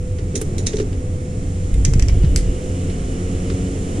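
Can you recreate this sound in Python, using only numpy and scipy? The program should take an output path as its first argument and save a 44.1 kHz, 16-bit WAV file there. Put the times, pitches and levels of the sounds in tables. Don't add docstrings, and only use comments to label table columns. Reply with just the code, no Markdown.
import sys
import numpy as np
from scipy import signal
from scipy.fft import rfft, irfft
from scipy.io import wavfile

SR = 44100
rng = np.random.default_rng(int(sys.argv[2]) if len(sys.argv) > 2 else 0)


def dump_mix(stems):
    frames = np.atleast_2d(stems).T
    limited = np.clip(frames, -1, 1)
    pcm = np.round(limited * 32767).astype(np.int16)
    wavfile.write(sys.argv[1], SR, pcm)


N = 176400
TIME = np.arange(N) / SR

# time in seconds, then hiss, air, rush and overtone gain, all in dB.
FAN_LEVELS = [(0, -49, -49, -38, -10.5), (.6, -45, -45.5, -30, -4), (1.1, -47.5, -47.5, -34, -7.5),
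              (1.65, -46, -44.5, -34, -5), (2.25, -44.5, -44.5, -31.5, 0), (2.8, -44, -42, -31, -0.5),
              (3.3, -42, -42.5, -31, 2.5), (3.55, -42, -41, -30.5, 5), (3.85, -43, -41.5, -30, 0),
              (4, -42.5, -40.5, -26.5, 0.5)]
# frequency in Hz, relative level in dB.
HISS_SPECTRUM = [(600, 2.5), (950, 1.5), (1300, 3.5), (1550, -2), (2200, 1.5), (2600, -3.5), (3300, -10),
                 (4200, -19.5), (6000, -8), (10000, -58)]
AIR_SPECTRUM = [(3000, -4), (4700, -8), (5400, -3), (6600, -2.5), (7000, 6), (7600, 0), (9600, -2),
                (10400, -13.5), (11500, -25.5), (14800, -29), (16000, -45)]
RUSH_SPECTRUM = [(100, -15.5), (170, -1.5), (220, 0), (320, -2), (450, -5.5), (540, -13.5), (650, -12.5),
                 (850, -18.5), (1200, -30.5), (3000, -67)]
# multiple of the hum's pitch, level in dB before the overtone gain.
MOTOR_OVERTONES = [(2, -35), (3, -36), (4, -40.5), (5, -41.5), (6, -50), (8, -58.5)]
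MOTOR_HZ, MOTOR_DB, MOTOR_WANDER, MOTOR_FLUTTER_DB = 90.51, -32, 0.00916, 3
WHINE_HZ, WHINE_DB, WHINE_FLUTTER_DB = 500.6, -40.5, 4
# time in seconds, level in dB.
DRAUGHT_LEVELS = [(0, -28.5), (1.63, -28.5), (1.72, -16), (1.95, -14.5), (2.12, -13.5), (2.4, -14.5),
                  (2.58, -27), (4, -29.5)]
# frequency in Hz, relative level in dB.
BUFFET_SPECTRUM = [(12, -3), (27, 7.5), (55, 5), (90, 1), (160, -16.5), (3000, -100)]
RUMBLE_SPECTRUM = [(15, -1.5), (45, -1.5), (62, -4.5), (88, 2.5), (125, -5), (175, -4.5), (230, -26),
                   (4000, -85)]

# start in seconds, thud in dB, rattle in dB.
TRAY_BUMPS = [(.186, -27, -36.5), (0.341, -22, -44), (.361, -23.5, -48), (.414, -25, -30),
              (0.732, -30, -31), (.739, -19, -45), (0.784, -24, -33), (.799, -15, -28), (0.928, -51, -38.5)]
RATTLE_T60_S = .06
# start in seconds, contact in dB,
# ring in dB, the contact's 60 dB decay time in seconds, its tilt in dB per octave.
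TRAY_CLINKS = [(.3528, -28, -35, .03, 2), (.355, -18, -27, 0.036, -5), (.3615, -23, -45, 0.035, 13),
               (.3765, -27, -56, 0.026, 5), (.4135, -22, -52, 0.038, 24.5), (.417, -22, -54, 0.021, -14),
               (.5815, -26.5, -30, 0.057, -3.5), (.6635, -25.5, -35, 0.076, -4.5),
               (.6682, -13.5, -36.5, 0.034, -3), (.6795, -30, -54, 0.12, -4.5),
               (.7498, -22, -48, .007, -12), (.7698, -22, -51, .012, -5.5)]
DRIVE_CLICKS = [(1.7413, -31.5, -58, 0.015, 27), (1.85, -4, -34.5, 0.0053, 2),
                (1.851, -14.5, -48, 0.022, -4), (1.9362, -16, -53, 0.015, -7),
                (1.996, -10, -61, 0.0051, -6), (2.0234, -18, -48, 0.02, -6.5),
                (2.0845, -15.5, -50, 0.011, -6.5), (2.0952, -19.5, -59, 0.031, -13)]
HOME_SNAP = [(2.3608, -6, -48, 0.008, 0)]
# frequency in Hz, relative level in dB,
# 60 dB decay time in seconds.
TRAY_MODES = [(259.5, -4.5, 0.18), (303, -1, 0.12), (392, 3, 0.082), (420.4, 1, 0.13), (464, -8.5, 0.061)]
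TOOL_MODES = [(2606, -16, .12), (3900, -13, .07), (4339, -11, .14), (5394, -14, .08), (5776, -6, .1),
              (6089, -10, .08), (6729, -12, .16), (6850, -7, .15), (9060, -11, .09), (9125, -1.5, .14),
              (9680, -16, .14), (12020, -24, .08), (14920, -22.5, .09)]
SOCKET_MODES = [(2207, -16, .15), (5012, 4.5, .18), (5090, -3, .14), (6358, -13, .15), (6971, -13, .18),
                (7596, -11, .16), (8328, -10, .15)]
# frequency in Hz, relative level in dB.
RATTLE_SPECTRUM = [(700, -2), (1100, 9), (2000, 7.5), (4000, 2.5), (6500, -0.5), (9500, -12), (12000, -36)]
CLINK_SPECTRUM = [(800, -27), (1300, -23), (2100, -7), (2900, -13), (3900, -2.5), (4900, -5.5), (5900, 6.5),
                  (7300, -0.5), (9500, -5), (11500, -28), (15000, -41)]
CLICK_SPECTRUM = [(900, -42.5), (1400, -38), (1900, -6.5), (2700, -36), (4200, -18), (5500, 5), (7000, 1),
                  (8400, 1.5), (9600, -14), (11500, -33), (15000, -50)]
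SNAP_SPECTRUM = [(900, -29), (1750, -1), (3000, -18), (3900, -10), (5300, -1), (7200, -3.5), (8400, 2.5),
                 (10000, -16), (13600, -24), (14800, -50)]
SLIDE_SPECTRUM = [(900, -22), (2200, -4), (5000, 0), (8400, 7.5), (10500, 1), (12000, -18), (15000, -30)]
# start in seconds, level in dB, pitch in Hz.
ARM_THUMPS = [(1.882, -4.5, 131), (1.957, -0.5, 123), (2.164, -22, 165), (2.236, -1.5, 142),
              (3.514, -15.5, 382), (3.983, -12, 292)]
# time in seconds, level in dB.
WHISTLE_LEVELS = [(0, -82), (1.5, -71), (2.2, -51.5), (2.9, -52), (4, -53)]
# start in seconds, level in dB.
HAND_TAPS = [(2.2323, -38), (2.2457, -35), (2.899, -37), (3.5, -30.5)]
# start in seconds, level in dB, 60 dB decay time in seconds.
SOCKET_SLIDES = [(2.362, -24.5, 0.039), (2.373, -25, 0.054), (2.387, -34, 0.14)]

# frequency in Hz, left-right correlation.
MIC_CORRELATION = [(100, 0.99), (250, 0.98), (480, 0.81), (700, -0.28), (900, -0.78), (1200, -0.57),
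                   (1600, -0.3), (2400, -0.038), (2800, 0.8), (4200, 1), (5000, 0.3), (7000, -0.37),
                   (9000, -0.16)]
EARLY_DB, EARLY_T60_S, LATE_DB, LATE_T60_S, FIRST_ECHO_S = -13, 0.062, -13, 0.31, .003
HARD_ATTACK_S, SOFT_ATTACK_S = .0002, .003


def from_db(db):
    return 10 ** (np.asarray(db) / 20)


def unit_rms(x):
    return x / np.sqrt(np.mean(x ** 2) + 1e-20)


def in_time(rows):
    times, *columns = np.transpose(rows)
    return [np.interp(TIME, times, column) for column in columns]


def at_hz(points, hz):
    frequencies, values = np.transpose(points)
    return np.interp(np.log(hz), np.log(frequencies), values)


def panned(db):
    return from_db(np.array([[db], [-db]]) / 2)


def add(out, start_s, sound):
    start = int(start_s * SR)
    out[:, start:start + sound.shape[-1]] += sound[..., :N - start]


def drift(rate_hz):
    hz = np.arange(N // 2 + 1) * SR / N
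    return unit_rms(irfft(rfft(rng.standard_normal(N)) / (1 + (hz / rate_hz) ** 2), N))


def noise(spectrum, tilt_db=0, size=N):
    hz = np.maximum(np.arange(size // 2 + 1) * SR / size, 1)
    mid, side = rfft(rng.standard_normal((2, size)))
    alike = np.clip(at_hz(MIC_CORRELATION, hz), -1, 1)
    pair = np.sqrt(1 + alike) * mid + np.sqrt(1 - alike) * side * [[1], [-1]]
    colour = from_db(at_hz(spectrum, hz) + tilt_db * np.log2(hz))
    return unit_rms(irfft(pair * colour, size))


def decay(t60, attack_s=HARD_ATTACK_S, size=16384):
    t = TIME[:size]
    return (1 - np.exp(-(t / attack_s) ** 2)) * np.exp(-np.log(1000) * t / t60)


def burst(spectrum, t60, tilt_db=0):
    fall = decay(t60)
    sound = fall * noise(spectrum, tilt_db, size=len(fall))
    return unit_rms(sound) * np.sqrt(np.mean(fall ** 2))


def ring(modes, attack_s, spread_rad):
    out = 0
    for hz, db, t60 in modes:
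        fall = decay(t60, attack_s)
        strength, gap = rng.standard_normal(2)
        phase = 2 * np.pi * hz * TIME[:len(fall)] + spread_rad * gap * np.array([[1], [-1]])
        out = out + from_db(db + 2 * strength) * fall * np.sin(phase)
    return out


def fan():
    hiss_db, air_db, rush_db, overtones_db = in_time(FAN_LEVELS)
    motor_hz = MOTOR_HZ * (1 + MOTOR_WANDER * drift(rate_hz=4.0))
    phase = 2 * np.pi * np.cumsum(motor_hz) / SR
    hum = from_db(MOTOR_DB + MOTOR_FLUTTER_DB * drift(rate_hz=3.4)) * np.sin(phase)
    for multiple, db in MOTOR_OVERTONES:
        gain = from_db(db + overtones_db + MOTOR_FLUTTER_DB * drift(rate_hz=11.4))
        hum += gain * np.sin(multiple * phase + 2 * np.pi * rng.random())
    whine_gain = from_db(WHINE_DB + WHINE_FLUTTER_DB * drift(rate_hz=1.26))
    whine = whine_gain * np.sin(2 * np.pi * WHINE_HZ * TIME)
    hiss = from_db(hiss_db) * noise(HISS_SPECTRUM)
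    air = from_db(air_db) * noise(AIR_SPECTRUM)
    rush = from_db(rush_db) * noise(RUSH_SPECTRUM)
    return panned(db=-0.74) * (np.sqrt(2) * (hum + whine) + hiss + air + rush)


def draught(rumble_db=-24.5):
    level_db, = in_time(DRAUGHT_LEVELS)
    buffet = from_db(level_db) * noise(BUFFET_SPECTRUM)
    rumble = from_db(rumble_db) * noise(RUMBLE_SPECTRUM)
    return panned(db=-0.4) * (buffet + rumble)


def tray():
    out = np.zeros((2, N))
    for start_s, thud_db, rattle_db in TRAY_BUMPS:
        thud = from_db(thud_db) * ring(TRAY_MODES, SOFT_ATTACK_S, spread_rad=0.13)
        rattle = from_db(rattle_db) * burst(RATTLE_SPECTRUM, RATTLE_T60_S)
        add(out, start_s, thud + rattle)
    return out


def steel_hits(hits, spectrum, modes):
    out = np.zeros((2, N))
    for start_s, contact_db, ring_db, t60, tilt_db in hits:
        contact = from_db(contact_db) * burst(spectrum, t60, tilt_db)
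        ringing = from_db(ring_db) * ring(modes, HARD_ATTACK_S, spread_rad=1.0)
        add(out, start_s, contact + ringing)
    return out


def scrape(start_s=0.71, end_s=0.839, level_db=-39.5, grit_db=4):
    stroke = np.sqrt(np.interp(TIME, [start_s, (start_s + end_s) / 2, end_s], [0, 1, 0]))
    grit = from_db(grit_db * drift(rate_hz=200))
    return from_db(level_db) * stroke * unit_rms(grit * noise(CLINK_SPECTRUM))


def ratchet_head(hz=1910, base_db=-23):
    out = np.zeros((2, N))
    spectrum = [(hz / 2, -20), (hz * 1.02, -13), (hz, 0), (hz * 1.14, -5), (hz * 2, -16), (hz * 5, -30)]
    for start_s, contact_db, *_ in DRIVE_CLICKS + HOME_SNAP:
        add(out, start_s, from_db(base_db + 0.36 * contact_db) * burst(spectrum, t60=0.03))
    return out


def thumps():
    out = np.zeros((2, N))
    fall = decay(t60=0.074, attack_s=SOFT_ATTACK_S)
    for start_s, db, hz in ARM_THUMPS:
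        add(out, start_s, from_db(db) * fall * np.sin(2 * np.pi * hz * TIME[:len(fall)]))
    return out


def whistle(hz=2934, width_hz=290):
    level_db, = in_time(WHISTLE_LEVELS)
    resonance = signal.iirpeak(hz, hz / width_hz, fs=SR)
    return from_db(level_db) * unit_rms(signal.lfilter(*resonance, rng.standard_normal(N)))


def hand_taps():
    out = np.zeros((2, N))
    for start_s, db in HAND_TAPS:
        add(out, start_s, from_db(db) * burst(RATTLE_SPECTRUM, RATTLE_T60_S))
    return out


def socket_slides():
    out = np.zeros((2, N))
    for start_s, db, t60 in SOCKET_SLIDES:
        add(out, start_s, from_db(db) * burst(SLIDE_SPECTRUM, t60))
    return out


def garage_echoes(direct):
    spectrum = [(300, -20), (2000, 10), (6000, 4), (14000, -2.5)]  # Hz, dB
    response = 0
    for db, t60 in (EARLY_DB, EARLY_T60_S), (LATE_DB, LATE_T60_S):
        fall = decay(t60)
        tail = fall * noise(spectrum, size=len(fall))
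        response = response + from_db(db) * tail / np.sqrt(np.sum(tail ** 2) / 2)
    out = np.zeros((2, N))
    add(out, FIRST_ECHO_S, signal.fftconvolve(direct, response, axes=1))
    return out


def scene():
    clinks = steel_hits(TRAY_CLINKS, CLINK_SPECTRUM, TOOL_MODES)
    clicks = steel_hits(DRIVE_CLICKS, CLICK_SPECTRUM, SOCKET_MODES)
    snap = steel_hits(HOME_SNAP, SNAP_SPECTRUM, SOCKET_MODES)
    tools = clinks + clicks + snap + ratchet_head() + socket_slides() + hand_taps()
    return tools + garage_echoes(tools) + tray() + thumps() + fan() + whistle() + draught() + scrape()


def record(dry, treble_hz=(3460, 11800), cutoff_hz=16200):
    treble = signal.sosfilt(signal.butter(1, treble_hz, "band", fs=SR, output="sos"), dry)
    shaded = dry + (panned(db=-5.5) - 1) * treble
    clipped = np.clip(shaded, -.95, .95)
    return signal.sosfilt(signal.cheby2(12, 70, cutoff_hz, fs=SR, output="sos"), clipped)


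dry = scene()
out = record(dry)
dump_mix(out)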